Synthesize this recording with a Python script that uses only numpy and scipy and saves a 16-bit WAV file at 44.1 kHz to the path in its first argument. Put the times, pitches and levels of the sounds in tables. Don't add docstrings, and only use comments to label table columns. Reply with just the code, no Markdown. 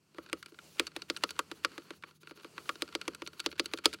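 import sys
import numpy as np
from scipy import signal
from scipy.fft import rfft, irfft, next_fast_len
from scipy.io import wavfile

SR = 44100
rng = np.random.default_rng(int(sys.argv[2]) if len(sys.argv) > 2 else 0)


def waveform_to_disk(signal):
    frames = np.transpose(np.atleast_2d(signal))
    scaled = np.clip(frames, -1, 1) * 32767
    samples = np.round(scaled).astype(np.int16)
    wavfile.write(sys.argv[1], SR, samples)


N = 176400

# (time [s], level [dB])
HISS_ENVELOPE = [(0, -78), (.13, -76), (.2, -79), (.54, -72), (.62, -61), (.77, -63.5), (.9, -70.5),
                 (1.2, -65), (1.9, -69.5), (2.195, -80.5), (2.25, -101), (2.48, -65), (2.6, -63),
                 (2.77, -63), (2.9, -67.5), (3.55, -74), (3.82, -84), (3.88, -65), (4, -79)]
RUMBLE_ENVELOPE = [(0, -78.5), (.25, -68), (.7, -72.5), (1.2, -65), (1.9, -68), (2.2, -73.5), (2.6, -66.5),
                   (4, -66.5)]
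HUM_ENVELOPE = [(0, -77.5), (.4, -72), (1.4, -71.5), (4, -72)]
RUB_ENVELOPE = [(0, -79.5), (.13, -78.5), (.19, -62.5), (.5, -70), (.55, -94), (.82, -59), (.92, -69.5),
                (1.0, -65), (1.3, -64.5), (1.48, -62.5), (1.55, -63.5), (1.94, -62), (2.0, -80),
                (2.08, -59.5), (2.16, -75.5), (2.195, -91), (2.22, -66.5), (2.34, -71), (2.42, -65),
                (2.48, -63), (2.55, -60.5), (2.85, -64.5), (3.12, -62), (3.19, -63), (3.31, -67),
                (3.38, -61.5), (3.56, -67), (3.62, -63), (3.82, -64.5), (4, -74)]
# (frequency [Hz], gain [dB])
HISS_SPECTRUM = [(100, -9.5), (330, 7.5), (600, 2.5), (1000, -1.5), (2000, -6.5), (2800, 0.5), (3600, -8.5),
                 (4500, -2.5), (6500, -5), (8300, -6), (11500, -12.5), (16000, -17.5)]
RUMBLE_SPECTRUM = [(20, -30), (40, -19.5), (55, -28), (75, 6.5), (110, 5.5), (150, -2.5), (190, 10.5),
                   (230, 3), (380, 0.5), (600, -25), (1200, -32.5)]
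RUB_SPECTRUM = [(60, -27), (150, -6), (370, 7.5), (440, 11), (680, -10.5), (1050, 6), (1170, 3.5),
                (1370, 7), (1750, -1.5), (2900, 1), (3650, -7), (4080, -2), (4230, 1.5), (4430, 4),
                (5100, -10), (7000, -13.5), (10000, -21), (11000, -11), (12000, -18.5), (16000, -27)]
SWISH_SPECTRUM = [(1000, -23), (3500, 2), (4400, 3), (5300, -2), (6500, 1), (8000, -9), (10000, -1.5),
                  (11200, -0.5), (12500, -8), (16000, -2.5)]
SLIDE_SPECTRUM = [(500, -12), (1300, 8), (2800, 9), (5000, -1), (7000, -4), (11000, -8), (16000, -10)]
SHUDDER_SPECTRUM = [(150, -22), (270, -1), (350, -2.5), (440, -5.5), (560, -8), (750, -22), (2000, -60)]
# (frequency [Hz], gain [dB])
DOWN_SPECTRUM = [(190, -51), (300, -29), (500, 1.5), (680, -1.5), (900, -1), (1200, -2), (2000, 5),
                 (3300, 5.5), (4800, 1.5), (5500, -0.5), (7500, -3), (10400, -6), (12500, -14),
                 (16000, -16)]
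UP_SPECTRUM = [(190, -44), (330, -24), (480, -22), (560, -11), (720, -19.5), (1050, -9), (1420, 3.5),
               (1750, -5.5), (1980, 0.5), (2400, 8.5), (2950, 5), (3400, 3), (3950, 8), (4220, -9),
               (4500, 4.5), (5200, -2), (5700, -6), (7700, -10), (9000, -13.5), (10300, -13),
               (16000, -28.5)]
# (frequency [Hz], down gain [dB], up gain [dB], T60 [s])
BODY_MODES = [(276.5, -22, -38, 0.078), (335.7, -16, -30, 0.066), (435.7, -26, -34.5, 0.078),
              (497, -25.5, -50, 0.064), (578, -27.5, -35.5, 0.043), (947, -32.5, -32, 0.025),
              (1147, -31, -29.5, 0.033), (1277.5, -38.5, -34.5, 0.064), (1385, -33.5, -23, .045),
              (1581, -30.5, -19, 0.013), (2180, -30.5, -33.5, 0.0067), (2904, -28, -24.5, 0.018),
              (3100, -21.5, -20, 0.006), (4170, -26.5, -22, 0.013), (4462, -30, -24, 0.032),
              (4960, -32.5, -45, 0.034), (5650, -33, -27.5, 0.0096), (7300, -49, -58, 0.014),
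              (8020, -28.5, -33.5, 0.0088), (10640, -39.5, -51, 0.01)]
# (frequency [Hz], level re thud [dB], T60 [s])
DESK_MODES = [(73.2, -23, 0.36), (131, -29.5, 0.094), (185.4, -18.5, 0.2)]
BAND_CENTRES_HZ = [380, 1150, 2350, 4200, 8000]
BAND_EDGES_HZ = [200, 700, 1700, 3200, 5500, 16000]
TICK_BANDS_DB = [-2, -6, -6, -14]
# (centre time [s], length [s], level [dB])
SWISHES = [(0.188, 0.051, -73), (0.235, 0.019, -66), (0.395, 0.036, -63.5), (0.496, 0.019, -65),
           (0.726, 0.1, -63.5), (0.86, 0.018, -62), (1.147, 0.048, -66), (1.29, 0.031, -58),
           (1.566, 0.041, -65), (1.76, .03, -67), (1.84, 0.045, -67), (1.965, 0.025, -65),
           (2.09, 0.041, -69), (2.161, 0.021, -67), (2.218, 0.015, -62.5), (2.294, 0.034, -65),
           (2.366, 0.018, -62.5), (2.43, 0.02, -64), (2.685, 0.13, -60.5), (3.26, 0.024, -61),
           (3.34, 0.026, -65), (3.39, 0.023, -63), (3.445, 0.017, -64), (3.514, 0.02, -59),
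           (3.648, 0.022, -60), (3.733, 0.027, -62), (3.775, 0.02, -60), (3.934, 0.016, -63)]
# (time [s], tick [dB], thud [dB])
TOUCHES = [(.146, -65.5, -61), (.2625, -59, -66), (.2976, -56.5, -64), (.3718, -69, -81), (.521, -68, -56),
           (.7753, -75, -65), (.938, -78, -84), (.9559, -64.5, -68), (1.1515, -77, -70),
           (1.3642, -60.5, -82), (1.7175, -61, -63), (2.025, -59.5, -91), (2.11, -65, -74),
           (2.232, -62, -65.5), (2.2952, -61, -73), (2.374, -62.5, -63), (2.4333, -63, -86),
           (2.5644, -81, -84), (2.7988, -73, -72), (2.878, -56.5, -70), (2.8881, -58, -59),
           (2.9261, -55, -70), (3.053, -63, -71), (3.1346, -60, -66), (3.3322, -59, -63),
           (3.4413, -60, -67), (3.5798, -58, -76), (3.6441, -62, -68), (3.714, -61, -72),
           (3.8468, -50, -82)]
# (time [s], thud [dB], plate [dB], cap [dB], clack [dB], snap [dB], crack weight [0-1])
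PRESSES = [(0.1839, -44.5, -49.2, -54, -61, -71, 0.62), (0.33, -39, -42.5, -38.5, -45, -47, 0.97),
           (0.7967, -35, -38, -31.5, -33, -39.5, 0.87), (0.9638, -45, -48.5, -46.1, -45.5, -53, 0.5),
           (1.1002, -39, -42.5, -39, -37.2, -46.5, 0.88), (1.2368, -39.4, -34, -34.6, -34.3, -42.5, 0.5),
           (1.3914, -42.5, -32.5, -39, -41.5, -41.8, 0.57), (1.515, -45.6, -48.5, -50, -50.0, -57.5, 0.5),
           (1.6481, -42, -31.5, -35, -36.0, -44, 0.6), (1.7798, -46.5, -49.6, -52, -54, -60.5, 0.77),
           (1.9063, -47.5, -51, -52.5, -55, -63, 0.72), (2.0369, -60, -49, -49.5, -60, -73, 0.32),
           (2.3109, -51.5, -57.5, -59, -62.5, -71.9, 0.95), (2.4463, -49.5, -53.8, -56.5, -60, -67.5, 1),
           (2.5801, -55, -45, -49, -54.1, -64.6, 0.7), (2.6924, -45.5, -35, -39.2, -43, -51, 0.68),
           (2.8218, -39.5, -43.5, -41.0, -37.5, -45.5, 1),
           (2.9515, -39.5, -43.5, -39.5, -39.5, -47.7, 0.79), (3.0794, -38.5, -43, -41.5, -45.5, -47, 0.57),
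           (3.2203, -44.5, -48, -48.5, -53.5, -60, 0.7), (3.4616, -37, -41.2, -38.2, -35, -43.5, 0.44),
           (3.5965, -35.5, -39.5, -34.5, -33, -42.5, 0.84), (3.7366, -39.5, -43.5, -41, -41, -48.5, 0.4),
           (3.857, -31.5, -32.3, -31, -24, -31.5, 0.87)]
# (time [s], thud [dB], plate [dB], cap [dB], clack [dB], snap [dB])
RELEASES = [(0.4274, -90, -53, -56, -56.3, -61), (0.46, -64.5, -59.5, -57, -58, -62),
            (0.5887, -67.5, -54, -57, -61.5, -70), (0.8685, -76, -53.5, -50.5, -45.5, -52),
            (0.8754, -61.5, -55.5, -61, -55, -61), (1.0199, -60, -55.5, -52, -47.5, -57.5),
            (1.1647, -79, -50.5, -50, -45.5, -54.5), (1.1713, -61, -56, -53, -58, -54),
            (1.2915, -70, -56, -53, -53, -63), (1.3067, -60.2, -52, -53, -47.5, -51),
            (2.2727, -63.5, -55.5, -56.5, -61.5, -70), (2.7557, -56.2, -57.5, -62, -57.5, -66),
            (3.0139, -59.5, -49.5, -47.5, -48.5, -56.5), (3.1482, -60, -53.5, -56.1, -55, -54.7),
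            (3.2643, -82, -59.0, -55, -52.5, -67), (3.2745, -55.5, -53.5, -51.5, -49, -52.5),
            (3.3962, -65, -50.5, -55, -48.5, -58.0), (3.4017, -58.5, -50, -46, -42.5, -48.5),
            (3.5156, -70, -60.4, -57, -55.9, -67), (3.5266, -55.5, -56.8, -56.4, -58.7, -69),
            (3.6579, -52, -53.0, -48.5, -44, -49.5), (3.7748, -79, -57.2, -55.5, -52.5, -60.5),
            (3.7864, -54.5, -52, -53.6, -54, -60), (3.9293, -57, -54.9, -50, -51.4, -58.5),
            (3.9366, -55.5, -51, -60, -48, -52.7), (3.943, -52.5, -52.2, -51, -54.9, -59)]

HIT_S, LEAD_S = .25, .025


def from_db(db):
    return 10 ** (np.asarray(db) / 20)


def rms_one(x):
    return x / np.sqrt(np.mean(x ** 2) + 1e-20)


def envelope(points):
    return from_db(np.interp(np.arange(N) / SR, *np.transpose(points)))


def coloured(x, spectrum):
    hz, db = np.transpose(spectrum)
    bins_hz = np.maximum(np.fft.rfftfreq(len(x), 1 / SR), 1)
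    return irfft(rfft(x) * from_db(np.interp(np.log(bins_hz), np.log(hz), db)), len(x))


def noise(spectrum, samples=N):
    return rms_one(coloured(rng.standard_normal(samples), spectrum))


def highpass(x, hz, order=2):
    return signal.sosfilt(signal.butter(order, hz, "high", fs=SR, output="sos"), x)


def drift(rate_hz):
    knots = rng.standard_normal(8000)
    return rms_one(np.interp(np.arange(N) / SR * rate_hz, np.arange(len(knots)), knots))


def decay(t, t60_s):
    return from_db(-60 * t / t60_s)


def ringing(hz, t60_s, t):
    return np.sin(2 * np.pi * hz * t) * decay(t, t60_s)


def add(out, contact_s, sound):
    start = max(int((contact_s - LEAD_S) * SR), 0)
    part = out[start:start + len(sound)]
    part += sound[:len(part)]


def background(hum_hz=154.2, hum_waver_db=2, hiss_waver_db=1.5):
    hiss = noise(HISS_SPECTRUM) * envelope(HISS_ENVELOPE) * from_db(hiss_waver_db * drift(25))
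    rumble = noise(RUMBLE_SPECTRUM) * envelope(RUMBLE_ENVELOPE)
    phase_rad = 2 * np.pi * hum_hz * np.arange(N) / SR + .4 * drift(24)
    hum = np.sqrt(2) * np.sin(phase_rad) * envelope(HUM_ENVELOPE) * from_db(hum_waver_db * drift(16))
    return hiss + rumble + hum


def swishes():
    t = np.arange(N) / SR
    gain = sum(from_db(db) * np.exp(-2 * ((t - centre_s) / length_s) ** 2)
               for centre_s, length_s, db in SWISHES)
    return gain * noise(SWISH_SPECTRUM)


def rubbing(grain_db=1.2, waver_db=3):
    roughness_db = grain_db * drift(rate_hz=400) + waver_db * drift(rate_hz=35)
    friction = rng.standard_normal(N) * from_db(roughness_db)
    return rms_one(coloured(friction, RUB_SPECTRUM)) * envelope(RUB_ENVELOPE)


def plastic_contact(t, crack_weight, down, rattle_t60_s=.023, treble_t60_s=.016):
    crack_weight = np.clip(crack_weight, .02, .95)
    white = rng.standard_normal(len(t))
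    dull = signal.sosfiltfilt(signal.butter(2, 6500, fs=SR, output="sos"), white, padtype=None)
    rattle = dull * decay(t, rattle_t60_s) + (white - dull) * decay(t, treble_t60_s)
    rattle *= np.sqrt(1 - crack_weight) * from_db(6 if down else 2) / np.linalg.norm(rattle)
    impulse = np.sqrt(crack_weight) * from_db(2) * (t == 0)
    crack = signal.lfilter(*signal.butter(1, 7000, fs=SR), impulse)
    room = from_db(-54.5) * rng.standard_normal(len(t)) * decay(t, t60_s=.32)
    return rattle - crack + room


def body_ring(t, down, spread_db=1.5, detune=.005):
    body = 0
    for k, (hz, down_db, up_db, t60_s) in enumerate(BODY_MODES):
        gain = from_db((down_db if down else up_db) + spread_db * rng.standard_normal())
        detuned_hz = hz * (1 + detune * rng.standard_normal())
        body += (-1) ** k * gain * ringing(detuned_hz, t60_s, t)
    return body


def set_bands(hit, bands_db, window_s=.025):
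    hz = np.fft.rfftfreq(len(hit), 1 / SR)
    bands = [(hz >= lo) & (hz < hi) for lo, hi in zip(BAND_EDGES_HZ, BAND_EDGES_HZ[1:])]
    for _ in range(3):
        power = 2 * np.abs(rfft(hit)) ** 2 / (len(hit) * window_s * SR)
        now_db = [10 * np.log10(power[band].sum()) for band in bands]
        hit = coloured(hit, list(zip(BAND_CENTRES_HZ, np.subtract(bands_db, now_db))))
    return hit


def key_hit(bands_db, crack_weight, down):
    t = np.arange(int(HIT_S * SR)) / SR
    lead = (int(LEAD_S * SR), 0)
    contact = np.pad(plastic_contact(t, crack_weight, down), lead)
    contact = coloured(contact, DOWN_SPECTRUM if down else UP_SPECTRUM)
    hit = highpass(contact + np.pad(body_ring(t, down), lead), hz=250)
    hit = np.pad(hit, (0, next_fast_len(len(hit)) - len(hit)))
    return set_bands(hit, bands_db)


def finger_ticks(shifts_per_s=7, start_s=.15, shift_db=-65, spread_db=2, shift_thud_db=-71):
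    out = np.zeros(N)
    times_s = np.flatnonzero(rng.random(N) < shifts_per_s / SR) / SR
    shifts = [(time_s, shift_db + spread_db * rng.standard_normal(), shift_thud_db)
              for time_s in times_s[times_s > start_s]]
    for time_s, tick_db, thud_db in list(TOUCHES) + shifts:
        bands_db = [thud_db, *(tick_db + np.array(TICK_BANDS_DB))]
        add(out, time_s, key_hit(bands_db, crack_weight=.068, down=False))
    return out


def stem_slide(t, clack_db, slide_s=.02, re_clack_db=-17.5):
    gate = np.clip(2 * (1 + t / slide_s), 0, 1) * (t < 0)
    return from_db(clack_db + re_clack_db) * gate * noise(SLIDE_SPECTRUM, len(t))


def desk_and_case(t, thud_db, shudder_db=-11.5, rise_s=.025):
    after_s = np.maximum(t, 0)
    desk = sum(from_db(db) * ringing(hz, t60_s, after_s) for hz, db, t60_s in DESK_MODES)
    shudder_gain = from_db(shudder_db) * np.minimum(after_s / rise_s, 1) * decay(after_s, t60_s=.21)
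    shudder = shudder_gain * noise(SHUDDER_SPECTRUM, len(t))
    return from_db(thud_db) * (highpass(desk, hz=50) + shudder)


def spacebar():
    out = np.zeros(N)
    t = np.arange(int(HIT_S * SR)) / SR - LEAD_S
    for time_s, *bands_db, crack_weight in PRESSES:
        add(out, time_s, key_hit(bands_db, crack_weight, down=True))
        add(out, time_s, stem_slide(t, clack_db=bands_db[3]))
        add(out, time_s, desk_and_case(t, thud_db=bands_db[0]))
    for time_s, *bands_db in RELEASES:
        add(out, time_s, key_hit(bands_db, crack_weight=.11, down=False))
    return out


def scene():
    return (background() + spacebar() + finger_ticks() + rubbing() + swishes())[None]


def record(dry):
    lowpass = signal.ellip(10, .2, 80, 16000, fs=SR, output="sos")
    return signal.sosfilt(lowpass, highpass(dry, hz=42, order=3))


dry = scene()
out = record(dry)
waveform_to_disk(out)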